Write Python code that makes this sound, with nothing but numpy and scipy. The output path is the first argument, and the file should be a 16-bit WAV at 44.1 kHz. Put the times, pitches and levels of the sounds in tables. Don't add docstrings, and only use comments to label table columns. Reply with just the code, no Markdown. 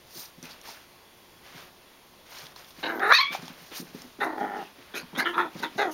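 import sys
import numpy as np
from scipy import signal
from scipy.fft import irfft
from scipy.io import wavfile
from scipy.ndimage import uniform_filter1d

SR = 44100
rng = np.random.default_rng(int(sys.argv[2]) if len(sys.argv) > 2 else 0)


def voltage_ratio(level):
    return 10 ** (np.asarray(level, float) / 20)


def dump(signal):
    limited = np.clip(np.atleast_2d(signal).T, -1, 1)
    pcm = np.round(limited * 32767).astype(np.int16)
    wavfile.write(sys.argv[1], SR, pcm)


N = 261556


def evened(x):
    return x / np.sqrt(np.mean(x ** 2) + 1e-20)


def steady(x):
    return x / np.sqrt(abs(uniform_filter1d(x ** 2, 1500)) + 1e-12)


def wander(n, span):
    return evened(uniform_filter1d(uniform_filter1d(rng.standard_normal(n), span), span))


def band(x, lo_hz, hi_hz):
    return evened(signal.sosfilt(signal.butter(2, [lo_hz, hi_hz], "band", fs=SR, output="sos"), x))


def highpass(x, order, hz):
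    return signal.sosfilt(signal.butter(order, hz, "high", fs=SR, output="sos"), x)


def resonate(x, hz, width):
    turn = np.exp(2j * np.pi * np.cumsum(hz * np.ones(len(x))) / SR)
    r = np.exp(-np.pi * width / SR)
    return 2 * (turn * signal.lfilter([1 - r], [1, -r], x / turn + 1e-18)).real


def read(points, hz):
    f, value = np.transpose(points)
    return np.interp(np.log(hz + 1), np.log(f + 1), value)


def columns(rows):
    s, *rest = np.transpose(rows)
    t = np.arange(s[0], s[-1] + 0.005, 1 / SR)
    edge = np.sqrt(np.clip(np.minimum(t - s[0], t[-1] - t) / 0.005, 0, 1))
    step = np.interp(t, s, np.arange(len(s)))
    step -= 0.6 * np.sin(2 * np.pi * step) / (2 * np.pi)
    return s[0], edge, [np.interp(step, np.arange(len(s)), c) for c in rest]


def add(mix, s, sound):
    part = mix[round(s * SR):][:len(sound)]
    part += sound[:len(part)]


def tract(rows, throat_hz, mouth_from_hz, mouth_to_hz, teeth_from_hz, teeth_to_hz, throat_db, shift):
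    s, chest_db, hz, jaw, lips = np.transpose(rows)
    glide = (s - s[0]) / (s[-1] - s[0])
    throat = throat_hz * (1 + shift * (glide - 0.5))
    mouth = mouth_from_hz + (mouth_to_hz - mouth_from_hz) * glide
    teeth = teeth_from_hz + (teeth_to_hz - teeth_from_hz) * glide
    throat_level, mouth_level, teeth_level = throat_db - 4.5 + 7 * jaw, -10.5 + 25 * jaw, -25 + 29.5 * lips
    return np.transpose([s, chest_db, hz, throat, throat_level, mouth, mouth_level, teeth, teeth_level])


def growl(rows, rough, group, pace, throat_width, back, cheek, beat_db, throb_db):
    s, edge, (chest_db, hz, throat_hz, throat_db, mouth_hz, mouth_db, teeth_hz, teeth_db) = columns(rows)
    n, rough = len(hz), np.clip(rough, 0, 1)
    turns = np.cumsum(pace * hz * (1 + 0.13 * rough * wander(n, 90))) / SR
    pulses = evened(np.diff(np.floor(turns), prepend=0))
    puffs = evened((0.42 + np.exp(-(turns % 1) / 0.5)) * rng.standard_normal(n))
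    flutter = turns / group + 0.25 * rough * wander(n, 400)
    beat = voltage_ratio(beat_db * np.cos(2 * np.pi * flutter) + 2.6 * rough * wander(n, 350))

    def ring(f, width, air):
        x = beat * ((1 - air * rough) * pulses + air * rough * puffs)
        for share in (1, 5.2, 4.86):
            x = resonate(x, f, share * width)
        return steady(x)

    chest = ring(hz, 255, 0.99) + 0.19 * ring(2 * hz, 134, 0.13)
    throat = ring(throat_hz, throat_width, 1.0)
    mouth = steady(ring(mouth_hz, 210, 0.9) + back * ring(1.27 * mouth_hz, 140, 0.9))
    teeth = ring(teeth_hz, 280, 0.89) + 0.18 * ring(1.078 * teeth_hz, 200, 1.0)
    teeth = steady(teeth + cheek * ring(0.72 * teeth_hz, 330, 0.6))
    throb_turns = np.cumsum(33.2 * (1 + 0.028 * wander(n, 2000))) / SR
    throb = voltage_ratio(throb_db * np.cos(2 * np.pi * (throb_turns - 0.4)))
    voice = throb * chest - np.sqrt(throb) * voltage_ratio(throat_db) * throat
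    voice += voltage_ratio(mouth_db) * mouth - throb * voltage_ratio(teeth_db) * teeth
    return s, voltage_ratio(chest_db) * edge * highpass(voice, 3, 200)


def calls():
    # (time [s], chest level [dB], fold rate [Hz], jaw [0 shut - 1 wide],
    # lips [0 closed - 1 drawn off the teeth])
    growls = [
        [(2.828, -39.5, 314.4, 0.52, 0.9), (2.87, -38.5, 330.3, 0.42, 0.85), (2.888, -39.5, 339.8, 0.58, 0.3),
         (2.905, -39.5, 332.5, 0.65, 0.61), (2.93, -40, 325, 0.39, .05), (2.995, -39, 307, 0.14, .01)],
        [(4.2, -52, 358.4, 0.89, 0.96), (4.226, -35, 409.8, 0.74, 0.61), (4.265, -36, 318.8, 0.24, 0.12),
         (4.315, -43.5, 312.5, 0.36, 0.13), (4.365, -44, 289, 0.13, .05)],
        [(4.37, -44, 308, 0.35, 0.12), (4.43, -35, 308, .2, 0.055), (4.49, -46, 305, 0.49, 0.13),
         (4.56, -43.5, 304.3, 0.41, 0.18), (4.624, -44, 302, 0.15, 0.43), (4.645, -56, 304, .15, 0.78),
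         (4.68, -72, 305, .05, 1.48)],
    ]
    yaps = [
        [(4.938, -40, 306, 0.087, 0.72), (4.976, -46, 333.3, 0.68, 0.87), (5.02, -52.5, 375, 0.083, 0.94)],
        [(5.148, -46.5, 268.7, .05, 0.99), (5.175, -45.5, 286.1, 0.54, 0.89), (5.2, -41.5, 298.9, 1.05, 1.09),
         (5.245, -42.5, 396, 0.41, 0.42)],
        [(5.245, -48, 355.5, .1, 1), (5.263, -36, 335, 0.87, 0.88), (5.3, -40, 344.6, 0.54, 0.81),
         (5.33, -47, 352, .3, 0.58)],
        [(5.33, -46, 316.6, 0.38, 0.23), (5.344, -48, 321.2, 0.83, 0.99), (5.372, -37, 336, 0.42, 0.26),
         (5.396, -35, 366, 0.88, 0.7), (5.425, -39, 356.4, 0.7, 0.63), (5.453, -39.5, 330.3, 0.38, 0.36),
         (5.49, -54, 326, .2, 0.74)],
        [(5.62, -43, 319, .05, .5), (5.636, -36.5, 320.3, 0.58, 0.83), (5.71, -58, 347, .05, 0.63)],
    ]
    barks = [
        [(2.995, -42, 364.2, 0.58, .1), (3.029, -35, 396.6, 0.69, 0.33), (3.06, -33.5, 400.8, 0.73, 0.5),
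         (3.085, -37, 425.6, 0.76, 0.52), (3.123, -32, 528.7, 1.25, 0.84), (3.138, -63, 544, 1.2, 0.55)],
        [(5.778, -41, 405, 0.44, 0.81), (5.795, -30.5, 421, 0.44, 0.61), (5.82, -33, 415.2, .6, 0.71),
         (5.845, -38, 381.4, 0.6, 0.6), (5.855, -33.5, 371, 0.18, 0.14), (5.896, -38.5, 314, 0.078, 0.046),
         (5.93, -56, 303, 0.013, 0.85)],
    ]
    # (throat [Hz], mouth from [Hz], mouth to [Hz], teeth from [Hz], teeth to [Hz])
    cavities = [(837, 1660, 1550, 3850, 4000), (827, 1450, 1400, 3610, 4300), (799, 1394, 1330, 3300, 2740),
                (1500, 2420, 2480, 3350, 4600), (880, 1520, 1676, 3050, 4800),
                (910, 1400, 1280, 3100, 2900), (880, 1270, 1360, 3490, 3450), (950, 1510, 1380, 3900, 2900),
                (770, 1390, 1290, 3600, 3970), (770, 1570, 1340, 3890, 2940)]
    shifts = [-.03, -0.044, .01, .01, .01, .01, -0.15, .01, -0.016, -.11]
    folds = [(.6, 3, 1), (.55, 3, 1), (.5, 2, 2 / 3), (.95, 2, 1), (.6, 2, 1), (.3, 2, 1), (.45, 2, 1),
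             (.62, 2, 1), (.45, 2, 1), (.38, 3, 1)]
    # (throat level [dB], throat width [Hz], back of the mouth [share],
    # cheek [share], group beat [dB])
    colours = [(0.6, 410, 0.45, 0.76, 3), (3.5, 205, 0.99, .35, 2), (6.5, 105, 0.84, .35, 3.5),
               (3.5, 520, 0.27, .35, 2.1), (2, 380, 1, 0.37, 0.5), (-10, 100, .9, .3, 2.5),
               (2.5, 97, 0.34, 0.53, 2.5), (0.5, 115, 0.69, .35, 4.5), (0.5, 120, 0.73, 0.16, 1.5),
               (4.5, 195, 0.67, 0.38, 3)]
    mix = np.zeros(N)
    for i, rows in enumerate(growls + yaps + barks):
        throat_db, *colour = colours[i]
        throb_db = 2.5 if i < len(growls) else 0
        add(mix, *growl(tract(rows, *cavities[i], throat_db, shifts[i]), *folds[i], *colour, throb_db))
    return mix


def yip_note(rows, tones, fray):
    s, edge, (hz, level_db) = columns(rows)
    n = len(hz)
    turns = np.cumsum(hz * (1 + np.linspace(0.004, fray, n) * wander(n, 45))) / SR
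    opening = np.minimum(np.linspace(0, 2.2, n), 1)
    flicker_db = np.linspace(1.6, 3.0 + 70 * fray, n)
    stack = np.zeros(n)
    for k, (start_db, end_db) in enumerate(tones):
        tone_db = start_db + (end_db - start_db) * opening + flicker_db * wander(n, 110)
        stack += voltage_ratio(tone_db) * np.cos(2 * np.pi * ((k + 1) * turns + rng.random()))
    breath = band(band(rng.standard_normal(n), 1200, 4800), 1000, 4800)
    return s, voltage_ratio(level_db) * edge * (steady(stack) + voltage_ratio(-15) * breath)


def yip():
    # (time [s], pitch [Hz], level [dB])
    low = [(3.121, 565, -14), (3.13, 578, -26), (3.138, 613, -17.5), (3.15, 634, -15.5),
           (3.162, 653.6, -24), (3.171, 654, -21), (3.185, 581, -28.5)]
    high = [(3.179, 1414, -56), (3.187, 1019, -19.5), (3.2, 1063, -23), (3.21, 1150, -21.5),
            (3.222, 1114, -27), (3.245, 1103, -31), (3.27, 1140, -34), (3.31, 1158, -41),
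            (3.355, 1140, -46)]
    # (level at the start [dB], level at the end [dB])
    low_tones = [(-25, -49), (8, -11), (16, 2), (14, 3), (-26, -13), (8.5, 5), (10, 5), (-16, -11),
                 (-10, -12.5), (0, -11.5)]
    high_tones = [(5, 5.5), (-4, 18.5), (-5, 13.5), (10.5, -12), (-5, -43), (-47, -42)]
    mix = np.zeros(N)
    add(mix, *yip_note(low, low_tones, fray=0.012))
    add(mix, *yip_note(high, high_tones, fray=0.04))
    return mix


def fibres(n):
    sizes_db = 1.0 * rng.exponential(1, n) + 2.0 * wander(n, 60) + 1.4 * wander(n, 500)
    return rng.standard_normal(n) * voltage_ratio(sizes_db)


def stroke(s, rise, fall, top, ends):
    low = np.add(top, ends)
    hold = 0.12
    return [(s - abs(rise), *low), (s - hold * abs(rise), *top), (s + hold * abs(fall), *top),
            (s + abs(fall), *low)]


def pant(rows):
    s, edge, (fizz_db, hiss_db) = columns(rows)
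    x = fibres(len(edge))
    patch = evened(resonate(x, 12000 + 1500 * wander(len(x), 900), 900))
    whistle = evened(resonate(x, 6450, 350))
    hiss = evened(band(x, 4800, 7000) + 0.8 * whistle)
    fizz = evened(band(x, 4600, 13200) + 0.44 * patch)
    return s, voltage_ratio(fizz_db) * edge * (fizz + voltage_ratio(hiss_db) * hiss)


def pants():
    # (peak time [s], rise [s], fall [s], fizz level [dB], hiss above the fizz [dB])
    breaths = [
        (2.849, 0.032, 0.29, -63, -1),
        (3.159, 0.14, 0.038, -45.5, -21),
        (4.222, 0.025, 0.082, -51.5, -11),
        (4.971, 0.03, 0.043, -44, -1.5),
        (5.186, 0.016, 0.045, -40.5, -5.5),
        (5.269, 0.027, 0.099, -56, -15),
        (5.389, 0.028, 0.077, -53.5, -17),
        (5.63, 0.01, 0.049, -52.5, 1),
        (5.788, 0.029, 0.11, -54.5, 5),
        (5.925, 0.026, .02, -50.5, -3),
    ]
    mix = np.zeros(N)
    for s, rise, fall, *top in breaths:
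        add(mix, *pant(stroke(s, rise, fall, top, [-14, 0])))
    return mix


def wheezes():
    # (middle time [s], level [dB], pitch [Hz])
    puffs = [
        (2.9, -58, 14000),
        (2.93, -59, 13300),
        (2.965, -54, 13900),
        (3.0, -54, 13900),
        (3.04, -53, 10700),
        (3.095, -60, 10000),
        (3.135, -50, 12900),
        (3.215, -49.5, 12500),
    ]
    mix = np.zeros(N)
    for s, db, hz in puffs:
        bell = np.hanning(round(0.057 * SR))
        f = hz * np.linspace(1.04, 0.96, len(bell))
        whistle = evened(resonate(resonate(fibres(len(bell)), f, 900), f, 1200))
        add(mix, s - len(bell) / SR / 2, voltage_ratio(db) * bell * whistle)
    return mix


def scuff(rows):
    s, edge, (fizz_db, *above_db) = columns(rows)
    x = fibres(len(edge))
    sound = evened(band(x, 8400, 10900) + 1.2 * band(x, 11300, 15200))
    ranges_hz = [(3900, 6600), (1900, 4100), (400, 2100)]
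    for db, hz in zip(above_db, ranges_hz):
        sound = sound + voltage_ratio(db) * band(fibres(len(x)), *hz)
    return s, voltage_ratio(fizz_db) * edge * sound


def scuffs():
    # (peak time [s], rise [s], fall [s], fizz level [dB], coarseness [dB])
    drags_of_paws = [(0.217, 0.15, .085, -46.5, -12), (0.44, 0.014, 0.067, -57.5, 4.5),
                     (0.5, 0.036, 0.12, -63.5, 6.5), (0.674, 0.056, 0.17, -56, 2),
                     (0.821, 0.078, 0.18, -78, 5), (1.474, 0.051, 0.22, -66.5, 8.5),
                     (1.6, 0.078, 0.079, -59.5, 4.5), (2.378, 0.12, 0.15, -53.5, 1.5),
                     (2.568, 0.014, .11, -59.5, 3), (2.69, 0.054, 0.065, -61, -6),
                     (2.811, 0.074, 0.091, -59, 1.5), (3.335, 0.028, 0.07, -49, 7),
                     (3.424, 0.031, 0.21, -60, 6), (3.63, 0.097, 0.2, -61, -1), (3.72, .012, 0.08, -66, 14),
                     (3.772, 0.056, 0.09, -45, -9), (3.89, .05, 0.047, -64, 5),
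                     (3.951, 0.022, 0.2, -60, -0.5), (4.006, 0.051, 0.11, -69, 5),
                     (4.409, 0.053, 0.11, -64, -1), (4.599, 0.083, 0.12, -64.5, 7.5),
                     (4.82, 0.064, 0.15, -75, 13.5), (5.04, 0.041, 0.12, -79, 18),
                     (5.585, 0.084, 0.13, -60.5, 7.5), (5.741, 0.038, 0.13, -68.5, 11)]
    mix = np.zeros(N)
    for s, rise, fall, db, coarse in drags_of_paws:
        # fizz, then hiss, scrape and rustle above it [dB]
        top = [db, 3.24 + 0.15 * coarse, 0.13 + coarse, 2.3 + 0.99 * coarse]
        ends = [0.43 * (-87 - db), 0, 0, 4]
        add(mix, *scuff(stroke(s, rise, fall, top, ends)))
    return mix


def claw_drags():
    starts = [3.71, 5.583, .49, .655]
    # (length [s], level [dB], pitch from [Hz], pitch to [Hz])
    rasps = [
        (0.077, -47.5, 1600, 4000),
        (0.027, -44, 4200, 4100),
        (0.057, -50, 4400, 4500),
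        (0.079, -47.5, 5000, 5000),
    ]
    mix = np.zeros(N)
    for s, (length, db, from_hz, to_hz) in zip(starts, rasps):
        bell = np.sqrt(np.hanning(round(length * SR)))
        rasp = resonate(fibres(len(bell)), np.linspace(from_hz, to_hz, len(bell)), 1300)
        add(mix, s, voltage_ratio(db) * bell * evened(rasp))
    return mix


def knock(s, db, hz, t60, grit):
    t = np.arange(0, 0.25, 1 / SR)
    noise = band(rng.standard_normal(len(t)), hz / 1.7, min(hz * 1.8, 16000))
    shape = voltage_ratio(db - 3 - 60 * t / t60) * (1 - np.exp(-t * hz * 1.8))
    return s, shape * (np.sin(2 * np.pi * hz * t) + grit * noise)


def paw_falls():
    # (time [s], level [dB], floor pitch [Hz])
    falls = [(0.154, -38, 172), (0.372, -43, 181), (0.426, -37, 160), (0.677, -47, 167),
             (1.545, -42.5, 143), (2.427, -45, 151), (2.782, -42.5, 167), (3.301, -37, 181),
             (3.385, -40, 174), (3.426, -35, 164), (3.499, -39.5, 176), (3.613, -46, 166),
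             (3.714, -39.5, 287), (3.796, -35, 195), (3.818, -33, 179), (3.945, -33, 205),
             (3.969, -45, 195), (4.04, -39, 245), (4.186, -33.5, 278), (4.783, -45.5, 287),
             (5.028, -41, 181), (5.13, -34, 210), (5.175, -28, 222), (5.552, -29.5, 208.5),
             (5.599, -39, 220), (5.753, -33, 203)]
    mix = np.zeros(N)
    for row in falls:
        add(mix, *knock(*row, t60=0.079, grit=1.0))
    return mix


def snags():
    # (time [s], level [dB], pitch [Hz])
    hits = [(0.455, -31, 2500), (0.674, -35, 940), (0.689, -27, 880), (1.579, -32, 1610),
            (2.563, -30.5, 1016), (3.031, -10.5, 1610), (3.35, -14.5, 790), (3.48, -30.5, 880),
            (5.205, -7, 1660), (5.38, -4.5, 1280), (5.789, -11.5, 760), (0.428, -43, 1500),
            (3.002, -15.5, 1600), (5.031, -33, 990), (5.132, -32, 910), (5.151, -29, 1120),
            (5.162, -27, 1200)]
    mix = np.zeros(N)
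    for row in hits:
        add(mix, *knock(*row, t60=0.014, grit=0.12))
    return mix


def claw_ticks():
    # (time [s], level [dB], pitch [Hz])
    catches = [(0.4278, -33, 5900), (0.454, -38, 6030), (0.614, -38.5, 5560), (0.6374, -48, 11000),
               (0.51, -39, 3960), (2.457, -38, 3600), (2.4667, -33.5, 3370), (2.5613, -37, 4260),
               (2.645, -41, 3440), (2.707, -39.5, 3430), (2.995, -32, 3350), (3.3944, -46, 5160),
               (3.455, -39, 5500), (3.48, -30, 3470), (4.0194, -35, 5400), (5.1532, -39, 3660),
               (5.162, -40, 3300)]
    mix = np.zeros(N)
    for s, db, hz in catches:
        add(mix, *knock(s, db - 1.5, hz, t60=0.014, grit=0.89))
    return mix


def room(x):
    # (pitch [Hz], time to die by 60 dB [s])
    dying = [(150, 0.51), (500, 0.11), (1200, 0.21), (4000, 0.18), (12000, 0.29)]
    taps = np.zeros(SR // 2)
    at = np.arange(250, len(taps) - 20, 20)
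    taps[at + rng.integers(0, 20, len(at))] = rng.choice([-1., 1.], len(at))
    hz, t, z = signal.stft(taps, SR, nperseg=256)
    tail = signal.istft(z * voltage_ratio(-60 * t / read(dying, hz)[:, None]), SR, nperseg=256)[1]
    return signal.fftconvolve(x, tail / np.linalg.norm(tail))[:N]


def fan_hum():
    # (pitch [Hz], level [dB])
    wash_colour = [(12, -42), (20, -1.5), (241, 0.5), (1060, -2), (1290, -5.5), (3440, -5.5), (7730, -12.5),
                   (16000, -15)]
    # (pitch [Hz], level [dB])
    motor = [(360.7, -66.5), (1082, -69), (2040, -72.5), (2519, -98), (3359, -68.5), (4560, -73)]
    frames, hz = N // 512 + 5, np.fft.rfftfreq(2048, 1 / SR)
    a, b, patches = rng.standard_normal((frames, len(hz), 3)).T
    patches = evened(uniform_filter1d(uniform_filter1d(patches, 20, 0), 8, 1))
    spectrum = (a + 1j * b) * voltage_ratio(read(wash_colour, hz)[:, None] + 0.92 * patches)
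    wash = signal.istft(spectrum, nperseg=2048, noverlap=1536)[1][:N]
    sound = voltage_ratio(-56) * evened(wash)
    for f, db in motor:
        turns = np.cumsum(f * (1 + 0.00144 * wander(N, 4000))) / SR
        sound += voltage_ratio(db - 3.0) * np.cos(2 * np.pi * turns)
    return sound


def scene():
    pup = highpass(calls() + paw_falls() + snags(), 4, 138)
    cry = yip()
    carpet = pants() + wheezes() + scuffs() + claw_drags() + claw_ticks()
    echo = voltage_ratio(-9) * room(pup + 1.7 * cry)
    return (pup + echo + cry + carpet + fan_hum())[None]


def low_pass(x):
    return signal.sosfilt(signal.butter(12, 16500, fs=SR, output="sos"), x)


def record(dry):
    notch_hz, edge_hz, limit = 7881, 15830, 0.75
    hz = np.fft.rfftfreq(4096, 1 / SR)
    off = (hz - notch_hz) / 750
    port = (abs(off) ** 1.334 + 0.036) / (1 + abs(off) ** 2.494) ** 0.5 * (hz < edge_hz)
    response = np.roll(irfft(port), 2048) * np.hanning(4096)
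    heard = signal.oaconvolve(limit * np.tanh(dry / limit), response[None], "same")
    z = signal.stft(heard, nperseg=1024, noverlap=768)[2]
    power = uniform_filter1d(uniform_filter1d(abs(z) ** 2, size=5, axis=1), size=5, axis=2)
    level_db = 10 * np.log10(abs(power) + 1e-20)
    under_db = np.maximum(level_db.max(1, keepdims=True) - 51, -101) - level_db
    under_db[:, :20] += 9
    z = z * voltage_ratio(-4.0 * np.clip(under_db, 0, 8))
    kept = signal.istft(z, nperseg=1024, noverlap=768)[1][:, :N]
    return low_pass(kept)


dry = scene()
out = record(dry)
dump(out)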